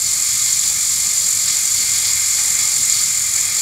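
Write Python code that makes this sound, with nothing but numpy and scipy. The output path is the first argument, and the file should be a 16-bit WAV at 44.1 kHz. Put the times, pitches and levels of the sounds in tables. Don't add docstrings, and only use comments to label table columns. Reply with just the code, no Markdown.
import sys
import numpy as np
from scipy import signal
from scipy.fft import rfft, irfft, next_fast_len
from scipy.io import wavfile

SR = 44100
rng = np.random.default_rng(int(sys.argv[2]) if len(sys.argv) > 2 else 0)


def materialize(psi):
    bounded = np.clip(np.atleast_2d(psi).T, -1, 1)
    quanta = np.round(bounded * 32767).astype(np.int16)
    wavfile.write(sys.argv[1], SR, quanta)


def boost(x):
    u = np.asarray(x, float) / 20
    return 10 ** u


N = 159201
PAD = next_fast_len(N + SR)
HZ = np.arange(PAD // 2 + 1) * SR / PAD + 1e-3
TEETH = 5

# [t/s, turns]
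TURNS = [(0, -.16), (.22, 9.72), (2.78, 127.65), (3.0, 137.28), (3.62, 164.05)]
BASE_HZ = [587, 728, 829, 963, 1038, 1147, 1228, 1470, 1571, 1785, 2108, 2165, 2346, 2456]
# [width/Hz, level over colour/dB]
BASE = [(18.1, 10.3), (8.8, 11.5), (18.1, 2), (12, 4.6), (9.1, 9), (18, 12.7), (51.4, 12.8), (15, 1.1),
        (14, 6), (35, 11.4), (22, 15.2), (31.3, 10.4), (19.7, 15.3), (20, 11)]
TRACK_HZ = [505, 1745, 2070, 2305, 3328, 3470, 3929, 4165, 4382, 4620, 5012, 5195, 5456, 4800]
# [width/Hz, level over colour/dB]
TRACK = [(40, 1), (25, -2.5), (30, 11.5), (18, 6), (45.4, 13), (90, 8.5), (30, 0), (14, 7.6), (39.2, 8),
         (90, 6.5), (35, 10), (70, 8), (40, 8), (40, 2)]


def rms_one(x):
    return x / np.sqrt(np.mean(x ** 2) + 1e-20)


def in_time(rows):
    return np.interp(np.arange(N) / SR, *np.transpose(rows))


def drift(rate_hz):
    r = np.exp(-2 * np.pi * rate_hz / SR)
    noise = rng.standard_normal(N + SR)
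    return rms_one(signal.lfilter([1], [1, -2 * r, r * r], noise)[SR:])


def modes(hz, rows):
    return [(f, width, db) for f, (width, db) in zip(hz, rows)]


def minor_modes():
    count, level_db, width_hz = 160, 3.5, 49
    draw = rng.random((count, 2))
    return [(400 + 15000 * u ** 1.4, width_hz * (.5 + 2 * u), level_db * 2 * v) for u, v in draw]


def body(x, colour, peaks):
    power = np.ones(len(HZ))
    for hz, width, db in peaks:
        a, b = np.searchsorted(HZ, [hz - 12 * width, hz + 12 * width])
        distance = 2 * (HZ[a:b] - hz) / width
        power[a:b] += (boost(2 * db) - 1) / (1 + distance ** 2) ** 1.5
    points = np.array(colour)
    shape = boost(np.interp(np.log(HZ), np.log(points[:, 0]), points[:, 1], left=-70))
    cepstrum = irfft(np.log(shape * np.sqrt(power)), PAD)
    cepstrum[1:PAD // 2] *= 2
    cepstrum[PAD // 2 + 1:] = 0
    return irfft(rfft(x, PAD) * np.exp(rfft(cepstrum)), PAD)[:N]


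def clicks(per_s, spread_db):
    sizes = boost(spread_db * np.minimum(rng.exponential(1, N), 5)) * rng.choice([-1, 1], N)
    return sizes * (rng.random(N) < per_s / SR)


def bursts(events, trim_db, rise_s, decay_s):
    s, db = np.transpose(events)
    starts = np.full(N, 1e-12)
    starts[(s * SR).astype(int)] = boost(db + trim_db)
    slow = np.exp(-1 / (decay_s * SR))
    fast = np.exp(-(1 / decay_s + 1 / rise_s) / SR)
    return signal.lfilter([1], [1, -slow], starts) - signal.lfilter([1], [1, -fast], starts)


def rattle(force, colour, peaks):
    per_s, spread_db = 8000.0, 2.0
    mode_db, swing_db, lump_db = 1.77, 1, 0.5
    out = 0
    for vary in rng.standard_normal((2, len(peaks))):
        own = [(hz, width, max(db + mode_db * v, 0)) for (hz, width, db), v in zip(peaks, vary)]
        share = boost(swing_db * drift(2.6) + lump_db * drift(21.0))
        hits = force * share * clicks(per_s, spread_db)
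        out = out + body(hits, colour, own + minor_modes())
    return rms_one(out) * np.sqrt(np.mean(force ** 2))


def rumble():
    # [f/Hz, level per Hz/dB]
    rumble_colour = [(13, -44), (22, -3), (51, -2), (98, -3.5), (176, 0.5), (208, -6), (342, -15.5),
                     (416, -26.5), (500, -23), (650, -50), (1100, -120)]
    # [f/Hz, width/Hz, level over rumble/dB]
    hums = [(48, 8, 0), (84.5, 8, 2.5), (99, 18, 13), (129, 7.7, 10.5), (166, 8.9, 4), (235, 17, 5.5)]
    # [t/s, peak level/dB]
    bumps = [(0.033, -46), (0.315, -44), (0.405, -32), (0.75, -32), (0.908, -37), (1.358, -40), (1.6, -43),
             (1.82, -28), (1.892, -31), (2.136, -32), (2.496, -35), (2.804, -38), (2.95, -36), (3.191, -34),
             (3.429, -54)]
    tone_hz = 64 + 1.34 * drift(3.5)
    tone = np.sqrt(2) * np.sin(2 * np.pi * np.cumsum(tone_hz) / SR) * boost(-54 + 2.5 * drift(7.7))
    swell = 1 + bursts(bumps, trim_db=35, rise_s=0.008, decay_s=0.031)
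    noise = body(rng.standard_normal(N), rumble_colour + [(1500, -55)], hums)
    return boost(-44.5) * rms_one(swell * noise) + tone


def room(x):
    t60_s, level_db, first_s = 0.31, -17, .004
    t = np.arange(SR // 2) / SR
    tail = rng.standard_normal(SR // 2) * boost(-60 * t / t60_s) * (t > first_s)
    return boost(level_db) * signal.fftconvolve(x, tail / np.sqrt(np.sum(tail ** 2)))[:N]


def thumps():
    # [t/s, peak level/dB]
    pushes = [(0.169, -41), (0.349, -46), (0.639, -45), (0.949, -46), (1.049, -37), (1.239, -39),
              (1.499, -42), (1.789, -33), (1.829, -50), (2.399, -57), (2.599, -40), (2.779, -37),
              (2.869, -38.5), (2.999, -39)]
    # [f/Hz, level per Hz/dB]
    thump_colour = [(40, -22), (90, -3), (200, 3.5), (350, -5.5), (550, -8), (1200, -33)]
    noise = rms_one(body(rng.standard_normal(N), thump_colour, []))
    return noise * bursts(pushes, trim_db=-3, rise_s=0.0063, decay_s=0.034)


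def table_roll():
    # [t/s, level/dB]
    roll_level = [(0.0, -37), (0.01, -47.5), (0.22, -47.5), (0.38, -55.5), (0.52, -47), (0.58, -53),
                  (0.68, -45), (0.82, -52.5), (1.0, -48), (2.02, -48.5), (2.06, -45), (2.34, -51.5),
                  (2.37, -44), (3.15, -52), (3.58, -44), (3.6, -51)]
    # [f/Hz, level per Hz/dB]
    roll_colour = [(120, -15.5), (300, -4.5), (420, -9), (640, -7), (770, -8.5), (1000, -7), (1250, -1.5),
                   (2000, -24.5)]
    table_hz = [460, 505, 545, 587, 680, 728, 829, 875, 920, 963, 1038]
    # [width/Hz, level over colour/dB]
    table_rows = [(12, 11), (20, 12.8), (25, 11.8), (15, 11.7), (40, 3.3), (14, 11.4), (22, 14.5), (30, 13),
                  (20, 4.7), (12, 4.4), (16, 10)]
    return boost(0.5) * rattle(boost(in_time(roll_level)), roll_colour, modes(table_hz, table_rows))


def base_shake():
    # [t/s, level/dB]
    shake_level = [(0.0, -39), (0.15, -33), (1.44, -36), (1.45, -35), (1.48, -29.5), (1.72, -33.5),
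                   (1.75, -32.5), (2.64, -31), (2.83, -35), (2.93, -31.5), (3.34, -33), (3.37, -28),
                   (3.42, -31), (3.6, -32)]
    # [f/Hz, level per Hz/dB]
    shake_colour = [(400, -27.5), (900, -15), (1300, -9), (1900, -5), (2250, 2), (2700, -12), (3500, -11),
                    (8000, -46.5)]
    # [t/s, peak level/dB]
    jolts = [(0.3376, -31), (0.5472, -27), (0.7512, -26), (0.9762, -27), (1.0286, -17), (1.0934, -27),
             (1.267, -27), (1.3289, -28), (1.3972, -22), (1.482, -32), (1.5658, -32), (1.6876, -21),
             (1.8223, -39), (1.8594, -21), (1.9425, -21), (2.0213, -29), (2.0936, -27), (2.1789, -38),
             (2.2109, -42), (2.383, -15), (2.591, -21), (2.66, -19), (2.9801, -25), (3.0215, -20),
             (3.0644, -26), (3.237, -35), (3.3792, -22), (3.4311, -29), (3.467, -20), (3.5104, -34)]
    shake_db = in_time(shake_level) - 1.5 * np.cos(2 * np.pi * TEETH * in_time(TURNS))
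    force = boost(shake_db) + bursts(jolts, trim_db=-10.5, rise_s=0.00092, decay_s=0.0067)
    return boost(-2) * rattle(force, shake_colour, modes(BASE_HZ, BASE) + modes(TRACK_HZ, TRACK))


def cars():
    # [t/s, level/dB]
    car_level = [(0.0, -27.5), (0.07, -24.5), (0.66, -23), (0.73, -25.5), (1.46, -25.5), (1.48, -21.5),
                 (1.65, -28), (1.79, -23), (2.04, -26), (2.05, -20), (2.14, -25.5), (2.39, -23),
                 (2.57, -26.5), (2.59, -23), (2.88, -26.5), (2.9, -22), (3.14, -28), (3.6, -24.5)]
    # [t/s, peak level/dB]
    joints = [(0.2094, -37), (0.6265, -6), (0.8315, -22), (1.0904, -14.5), (1.4805, -8), (1.5194, -7),
              (1.938, -2), (2.0537, -22), (2.156, -13), (2.3301, -20), (2.5885, -13), (2.8994, -18),
              (2.9394, -9), (3.3594, -13)]
    # [f/Hz, level per Hz/dB]
    car_colour = [(900, -52), (2200, -14.5), (3000, -15.5), (3500, -9), (4400, 0.5), (5500, -4.5),
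                  (8000, -14), (15000, -31)]
    knocks = bursts(joints, trim_db=-28.5, rise_s=0.0018, decay_s=0.067)
    return boost(-1.5) * rattle(boost(in_time(car_level)) + knocks, car_colour, modes(TRACK_HZ, TRACK))


def gears():
    # [t/s, level/dB]
    gear_level = [(0.0, -20), (0.02, -17.5), (0.05, -18), (0.68, -17), (0.77, -17.5), (2.94, -17),
                  (3.3, -19), (3.39, -17.5), (3.51, -19), (3.6, -18)]
    # [f/Hz, level per Hz/dB]
    gear_colour = [(700, -48), (1500, -27.5), (2900, -29), (5500, -17.5), (7000, -4), (8500, -12.5),
                   (12000, -21), (15700, -34)]
    # [t/s, peak level/dB]
    slaps = [(0.0194, -7), (0.1321, -15), (0.2698, -6), (0.3272, -7), (0.3516, -6), (0.3726, -15),
             (0.4204, 3), (0.528, 8), (0.5706, -10), (0.5916, 0), (0.634, -9), (0.6764, -12), (0.6998, -14),
             (0.7422, -14), (1.0445, -16), (1.068, -2), (1.1785, 4.5), (1.3284, -3), (1.479, -11),
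             (1.5035, 1.5), (1.5683, -2), (1.6746, -22), (1.7185, -8), (1.7848, -4), (1.9395, -2),
             (1.9845, 2), (2.0507, -5), (2.1335, 0), (2.2618, -13), (2.2852, -7), (2.3062, -9),
             (2.3316, -5), (2.3516, -3), (2.4848, -12), (2.5022, -8), (2.5506, 3), (2.6224, 1), (2.6843, 5),
             (2.7192, -9), (2.7457, -8), (2.7641, -12), (2.811, -7), (2.8524, -2), (2.8774, -14),
             (2.896, 2), (2.9228, 3), (3.0131, -15), (3.0345, -2), (3.1033, -7), (3.1707, -1), (3.3363, -4),
             (3.3578, 3), (3.3872, -10), (3.4072, 2), (3.4775, -11), (3.5443, -9)]
    housing_hz = [5786, 5972, 6210, 6500, 6770, 6980, 7200, 7525, 7770, 9520, 10210, 10980, 12000, 13800]
    # [width/Hz, level over colour/dB]
    housing_rows = [(22, -16), (40, 11.5), (80, 0), (80, 3.3), (89.5, 8), (120, 4.5), (190, 8), (100, 7),
                    (100, 6), (60, 10), (110, 7.5), (65, 4.5), (50, 4), (100, -17)]
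    # [f/Hz, level per Hz/dB]
    brush_colour = [(4000, -30), (8000, 2.5), (10000, -2.5), (13000, -0.5), (15700, -5.5)]
    gear_db = in_time(gear_level)
    angle = 2 * np.pi * in_time(TURNS) + .6
    swing_db = 1.56 * np.cos(angle) + 0.5 * np.cos(2 * angle + 0.66)
    swing_db = swing_db + .35 * np.cos(TEETH * angle) + .35 * drift(11.0)
    chatter = clicks(per_s=18000.0, spread_db=0.97) * boost(swing_db + gear_db)

    cover = signal.butter(2, [6200, 8270], "band", fs=SR, output="sos")
    slap_gain = bursts(slaps, trim_db=4, rise_s=0.001, decay_s=0.0042)
    chatter = chatter + signal.sosfilt(cover, chatter * slap_gain)

    housing = modes(housing_hz, housing_rows) + minor_modes()
    ringing = body(chatter, gear_colour, housing + modes(BASE_HZ, BASE))
    level = np.sqrt(np.mean(boost(2 * gear_db)))
    brush_db = 2.2 * np.cos(angle) + 0.54 * gear_db
    hiss = body(rng.standard_normal(N) * boost(brush_db), brush_colour, housing)
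    return level * rms_one(ringing) + boost(-31.5) * rms_one(hiss)


def scene():
    toy = gears() + cars() + base_shake() + table_roll()
    return (toy + room(toy) + rumble() + thumps())[None]


def band_limit(x):
    return signal.sosfilt(signal.butter(12, 16750, fs=SR, output="sos"), x)


def record(dry):
    low = signal.butter(4, 38.0, "high", fs=SR, output="sos")
    top = signal.ellip(16, .3, 66, 15725, fs=SR, output="sos")
    mix = signal.sosfilt(np.vstack([low, top]), dry)
    return band_limit(mix)


dry = scene()
out = record(dry)
materialize(out)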